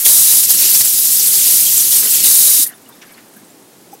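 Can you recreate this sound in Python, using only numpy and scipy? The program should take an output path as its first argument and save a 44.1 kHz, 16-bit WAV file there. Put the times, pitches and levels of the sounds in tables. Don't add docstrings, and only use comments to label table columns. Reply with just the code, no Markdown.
import sys
import numpy as np
from scipy import signal
from scipy.fft import rfft, irfft, next_fast_len
from scipy.io import wavfile
from scipy.ndimage import uniform_filter1d, map_coordinates

SR = 44100
rng = np.random.default_rng(int(sys.argv[2]) if len(sys.argv) > 2 else 0)


def file_out(sig):
    cols = np.atleast_2d(sig).T
    lim = np.clip(cols, -1, 1)
    pcm = np.round(lim * 32767).astype(np.int16)
    wavfile.write(sys.argv[1], SR, pcm)


N = 176400

LAND_S, RINSE_FROM_S, RINSE_TO_S, SHUT_S = 0.05, 0.43, 2.235, 2.638
SWITCH_S = 0.015
SHUT_DB_PER_S = 752


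def amp(db):
    return 10 ** (np.asarray(db) / 20)


def unit(x):
    return x / np.sqrt(np.mean(x ** 2) + 1e-20)


def clock():
    return np.arange(N) / SR


def curve(rows):
    times, values = np.transpose(rows)
    return np.interp(clock(), times, values)


def after(s):
    return np.clip(0.5 + (clock() - s) / SWITCH_S, 0, 1)


def wobble(rate):
    return map_coordinates(rng.standard_normal(4096), [clock() * rate], mode="mirror")


def decay(s, t60, attack_s):
    t = np.maximum(clock() - s, 0)
    return t, amp(-60 * t / t60) * (1 - np.exp(-t / attack_s))


def filtered(x, response):
    size = next_fast_len(N + SR // 2)
    spectrum = rfft(x, size) * response(np.fft.rfftfreq(size, 1 / SR))
    return irfft(spectrum, size)[..., :N]


def coloured(x, points):
    f, db = np.transpose(points)
    return unit(filtered(x, lambda hz: amp(np.interp(np.log(hz + 1), np.log(f), db))))


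def impacts(rate, spread_db):
    hits = rng.random(N) < rate / SR
    size = amp(spread_db * np.clip(rng.standard_normal(N), -2.5, 2.5))
    return hits * rng.choice([-1, 1], N) * size


def bubbles(low_hz, high_hz, cycles, spread_db, count, size=300):
    when, pitch, strength = rng.random((3, count, 1))
    hz = low_hz * (high_hz / low_hz) ** pitch
    k = np.arange(size)
    turns = hz * k / SR
    gain = amp(spread_db * np.minimum(-np.log(1 - strength), 5)) * hz / high_hz
    fade = np.exp(-turns / cycles) * (1 - k / size)
    ring = gain * fade * np.sin(2 * np.pi * turns)
    places = (when * N).astype(int) + k
    return unit(np.bincount(places.ravel(), ring.ravel(), N + size)[:N])


def froth(drop_rate, drop_db, bubble_db, spread_db):
    rush = rng.standard_normal(N)
    drops = amp(drop_db) * unit(impacts(drop_rate, spread_db))
    bursting = amp(bubble_db) * bubbles(1781, 15900, cycles=14, spread_db=3, count=7000)
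    return rush + drops + bursting


def bursts(rows, colour, t60, attack_s):
    life = sum(amp(db) * decay(s, t60, attack_s)[1] for s, db in rows)
    return life * coloured(froth(3000, drop_db=-7, bubble_db=-5.5, spread_db=8), colour)


def splat(s, centre_hz, t60, sharpness):
    droplets = rng.standard_normal(N) + unit(impacts(2500, spread_db=5.5))
    band = filtered(droplets, lambda hz: 1 / (1 + (sharpness * np.log((hz + 1) / centre_hz)) ** 2))
    return decay(s, t60, attack_s=0.0035)[1] * unit(band)


def bubble_notes(rows):
    rise = 1.2
    out = np.zeros(N)
    for s, db, hz, t60 in rows:
        t, life = decay(s, t60, attack_s=0.00088)
        phase = 2 * np.pi * hz * t * (1 + rise * t / 2) + 1.05 * wobble(hz / 12)
        out += amp(db) * life * np.sin(phase)
    return out


# (frequency [Hz], relative level [dB])
ROOM_COLOUR = [(25, -39), (85, -30), (112, -15), (190, -8.5), (290, -4), (390, -7.5), (470, -11.5),
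               (800, -14), (1200, -21), (2000, -24), (4000, -24), (10000, -22.5), (12000, -22),
               (13200, -26), (15500, -27.5)]


def room():
    return amp(-44.5) * coloured(rng.standard_normal(N), ROOM_COLOUR)


# (time [s], level [dB])
TRICKLE_LEVEL = [(2.6, -48), (2.72, -47), (2.8, -54), (3.0, -50), (3.12, -47.5), (3.27, -53), (3.37, -50.5),
                 (3.55, -57.5), (4.0, -56)]
# (frequency [Hz], relative level [dB])
TRICKLE_COLOUR = [(500, -3), (1000, 4), (1800, 4.5), (2400, -1), (3500, -5), (8000, -6.5), (11500, -4),
                  (15500, -8)]


def trickle():
    cloud = bubbles(800, 14600, cycles=16, spread_db=2.0, count=1800, size=400)
    water = coloured(cloud + rng.standard_normal(N), TRICKLE_COLOUR)
    return amp(curve(TRICKLE_LEVEL)) * after(SHUT_S) * water


# (time [s], level [dB], starting pitch [Hz], t60 [s])
DRIPS = [(2.738, -40, 3590, 0.049), (2.861, -39, 2870, .04), (2.925, -42, 3550, 0.1),
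         (3.016, -36, 5700, .045), (3.07, -36, 11300, .04), (3.121, -33.5, 11400, .04),
         (3.365, -41, 1610, .08), (3.447, -38, 8100, .04), (3.501, -39, 7400, .05)]


def drips():
    return bubble_notes(DRIPS)


# (time [s], level [dB], centre [Hz], t60 [s])
SPLATS = [(2.888, -32, 12000, 0.05), (2.89, -41, 990, 0.13), (2.77, -40, 14000, .06),
          (2.815, -40, 10500, 0.067), (3.013, -35.5, 2560, 0.12), (3.014, -38.5, 5500, 0.1),
          (3.024, -38, 1600, .14), (3.174, -41, 1920, 0.14), (3.25, -45, 12300, .06),
          (3.33, -43, 9500, .14), (3.36, -41.5, 12500, .16), (3.935, -31, 12800, .05)]


def wet_splats():
    return sum(amp(db) * splat(s, hz, t60, sharpness=3.5) for s, db, hz, t60 in SPLATS)


# (time [s], peak level [dB], pitch [Hz], time from peak to 1/e [s])
KNOCKS = [(2.599, -27.5, 270, 0.0065), (3.37, -41, 205, .012), (3.433, -34.5, 220, 0.0037),
          (3.936, -29, 803, 0.006), (3.952, -34, 417, 0.0029)]


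def knocks():
    out = np.zeros(N)
    for s, db, hz, half_s in KNOCKS:
        t = clock() - s
        swell = np.exp(-(t / half_s) ** 2)
        out += amp(db) * swell * np.sin(2 * np.pi * hz * t + 0.26 * wobble(hz / 2))
    return out


# (time [s], level [dB])
PLATE_TOUCHES = [(3.918, -41), (3.929, -43), (3.939, -46), (3.948, -46)]
# (frequency [Hz], relative level [dB], t60 [s])
PLATE_MODES = [(5100, -6, .05), (6200, -1.5, .05), (8100, -1.5, 0.056), (11900, -4, .04)]


def plate():
    out = np.zeros(N)
    for hz, mode_db, t60 in PLATE_MODES:
        life = sum(amp(db) * decay(s, t60, attack_s=0.001)[1] for s, db in PLATE_TOUCHES)
        out += amp(mode_db) * life * np.sin(2 * np.pi * hz * clock() + 1.4 * wobble(700))
    return out


# (time [s], length [s], level [dB], start pitch [Hz], end pitch [Hz], roughness [rad])
SQUEAKS = [(2.652, 0.022, -35.5, 1930, 1820, .8), (2.672, .075, -43, 2050, 1594, 1.7),
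           (2.735, .04, -44, 10400, 11150, .45), (3.07, 0.074, -49, 2080, 2330, 1),
           (3.139, .016, -46, 4300, 4450, 1.2)]


def squeaks():
    out = np.zeros(N)
    for s, length, db, start_hz, end_hz, rough in SQUEAKS:
        u = np.clip((clock() - s) / length, 0, 1)
        turns = np.cumsum(start_hz + (end_hz - start_hz) * u) / SR
        level = amp(db + 2.5 * rough * wobble(130)) * np.sin(np.pi * u)
        out += level * np.sin(2 * np.pi * turns + rough * wobble(400))
    return out


# (time [s], level [dB])
SPURTS = [(2.64, -19), (2.663, -10), (2.689, -26.5)]
# (frequency [Hz], relative level [dB])
SPURT_COLOUR = [(600, -34), (2000, -22), (4000, -16), (7500, -4), (10000, 5), (12500, 6.5), (15500, -11)]


def spurts():
    return bursts(SPURTS, SPURT_COLOUR, t60=0.065, attack_s=0.0032)


# (time [s], level [dB], starting pitch [Hz], t60 [s])
PLOPS = [(.645, -29.5, 377.3, 0.12), (.805, -34.5, 138, 0.16), (1.483, -31.5, 420, 0.069),
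         (1.664, -15, 3180, 0.066), (1.776, -3.5, 7400, 0.054), (2.235, -33, 289, 0.17),
         (2.472, -31, 580, 0.068), (2.478, -10, 3960, 0.043)]


def plops():
    return bubble_notes(PLOPS)


# (time [s], level [dB])
SLAPS = [(.055, -34), (.292, -33), (.335, -35), (.61, -34), (.795, -30), (.845, -35), (1.605, -39),
         (1.99, -34), (2.022, -27.5), (2.05, -31), (2.37, -36)]
# (frequency [Hz], relative level [dB])
SLAP_COLOUR = [(30, -14), (150, -8), (400, 4), (900, -3), (2000, 3), (3500, -11), (8000, -20)]


def slaps():
    return bursts(SLAPS, SLAP_COLOUR, t60=0.16, attack_s=0.0047)


# (time [s], level [dB], centre [Hz])
SPATTERS = [(.429, -15, 5600), (.617, -19, 7000), (.657, -19, 5170), (.843, -12, 7900), (1.191, -11, 5800),
            (1.774, -12, 7540), (1.914, -18, 3600), (2.238, -14, 4400)]


def spatters():
    return sum(amp(db) * splat(s, hz, t60=0.095, sharpness=4.9) for s, db, hz in SPATTERS)


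# (frequency [Hz], relative level [dB], t60 [s])
BASIN_MODES = [(135.2, -0.5, 0.26), (167.2, -5.5, 0.36), (192, 1.5, 0.13), (226, -12, 0.18),
               (272, -7, 0.15), (322, 0.5, 0.077), (369, -1.5, 0.088), (421, 4.5, 0.069), (710, -7, 0.1)]


def basin(strength):
    t = np.arange(SR // 2) / SR
    ring = np.zeros(len(t))
    for hz, db, t60 in BASIN_MODES:
        ring += amp(db - 60 * t / t60) * np.sin(2 * np.pi * hz * t) * rng.choice([-1, 1])
    blows = unit(impacts(130, spread_db=1.5)) * strength
    return amp(-48) * signal.fftconvolve(blows, ring / np.linalg.norm(ring))[:N]


# (frequency [Hz], relative level [dB])
THRUM_COLOUR = [(25, -10), (60, -16), (170, 4), (450, -7), (900, -19), (2000, -22), (5000, -28)]


def thrum():
    gurgle = rng.standard_normal(N) + bubbles(440, 1940, cycles=6.5, spread_db=2.5, count=1500, size=900)
    return coloured(gurgle, THRUM_COLOUR) * amp(-49 + 1.1 * wobble(25.6))


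# (frequency [Hz], relative level [dB])
SPLATTER_COLOUR = [(40, -32), (300, -21), (600, -10), (1100, -17), (1800, -6.5), (2900, -1), (4500, 1.5),
                   (8000, -6), (15000, -25)]


def splatter(level_db):
    water = coloured(froth(900, drop_db=-0.5, bubble_db=5.5, spread_db=4.5), SPLATTER_COLOUR)
    return water * amp(level_db - 3.5 + 1.5 * wobble(45.5))


def patchy(x, depth_db):
    z = signal.stft(x, nperseg=256)[2]
    field = uniform_filter1d(rng.standard_normal(z.shape), size=9, axis=0)
    field = uniform_filter1d(field, size=5, axis=1)
    return signal.istft(z * amp(depth_db * unit(field)), nperseg=256)[1][:N]


# (frequency [Hz], relative level [dB])
SPRAY_COLOUR = [(600, -28.5), (2200, -21), (3500, -12), (5000, -5.5), (7500, -1.9), (10000, 0.2),
                (12000, 2.1), (14200, -1.6), (15500, -4.5)]


def spray():
    sheet = patchy(froth(1800, drop_db=-9.5, bubble_db=-11.0, spread_db=2.0), depth_db=1.27)
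    return coloured(sheet, SPRAY_COLOUR) * amp(0.9 + 0.7 * wobble(54.94))


# (frequency [Hz], relative level [dB])
SPOUT_COLOUR = [(300, -28), (1500, -16.5), (3500, -12.5), (6000, -5), (9500, -0.5), (11500, 3),
                (15500, -0.5)]


def spout():
    return coloured(rng.standard_normal(N), SPOUT_COLOUR) * amp(-13.5)


# (frequency [Hz], relative level [dB])
JET_COLOUR = [(600, -31.5), (2500, -23), (3350, -17), (3850, -6.5), (4250, -12.5), (4700, -8.5), (6500, -5),
              (8500, -2.5), (9200, 0.5), (10000, .5), (11700, 0.5), (13300, -1.5), (15500, -6)]


def jet():
    return coloured(froth(3000, drop_db=-8.0, bubble_db=-10.5, spread_db=2.5), JET_COLOUR) * amp(0.7)


# (time [s], level [dB])
HISS_LEVEL = [(.05, -5), (.1, -6), (.22, -7.5), (.33, -7.5), (.405, -8), (.42, -13), (.44, -8),
              (.465, -14.5), (.505, -7.5), (.58, -12), (.63, -7.5), (.66, -9), (.73, -9.5), (.76, -5.5),
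              (.782, -10.5), (.812, -5), (.83, -15.5), (.85, -9.5), (.9, -12), (1.15, -11), (1.4, -10),
              (1.46, -11), (1.49, -8), (1.55, -9), (1.62, -9.5), (1.76, -11.5), (1.78, -9), (1.9, -13.5),
              (1.92, -9.5), (1.97, -7.5), (2.01, -12), (2.11, -10), (2.17, -9), (2.228, -14.5), (2.245, -7),
              (2.5, -7.5), (2.64, -9.5)]
# (time [s], level [dB])
SPLATTER_LEVEL = [(.05, -14.5), (.065, -10), (.1, -26), (.22, -23.5), (.33, -21.5), (.47, -26.5),
                  (.55, -22), (.66, -19), (.82, -23.5), (.9, -30), (1.1, -30.5), (1.38, -22.5), (1.5, -24),
                  (1.62, -25), (1.72, -25.5), (1.78, -25), (1.89, -25), (1.95, -24.5), (2.05, -24),
                  (2.2, -22), (2.26, -20.5), (2.38, -25.5), (2.55, -24), (2.64, -30.5)]


def running_water():
    splatter_db = curve(SPLATTER_LEVEL)
    flow = amp(-SHUT_DB_PER_S * np.maximum(clock() - SHUT_S, 0))
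    landed = after(LAND_S)
    rinse = np.clip(after(RINSE_FROM_S) - after(RINSE_TO_S), 0, 1)
    hiss = amp(curve(HISS_LEVEL)) * (jet() * np.sqrt(1 - rinse) + spray() * np.sqrt(rinse))
    rush = flow * (spout() * (1 - landed) + landed * (hiss + thrum() * (1 - rinse)))
    coarse = landed * np.sqrt(flow) * splatter(splatter_db)
    drum_db = -5 * (0.5 - rinse) + 0.5 * (splatter_db - np.median(splatter_db))
    return rush + coarse + basin(landed * flow * amp(drum_db))


def scene():
    handling = wet_splats() + knocks() + plate() + squeaks()
    draining = trickle() + drips() + spurts()
    water = plops() + slaps() + spatters() + running_water()
    mono = room() + draining + handling + water
    return np.array([mono, mono])


def record(dry):
    top_hz = 15780
    clipped = dry / (1 + np.abs(dry / 1.05) ** 8) ** (1 / 8)
    return filtered(clipped, lambda hz: hz < top_hz)


dry = scene()
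out = record(dry)
file_out(out)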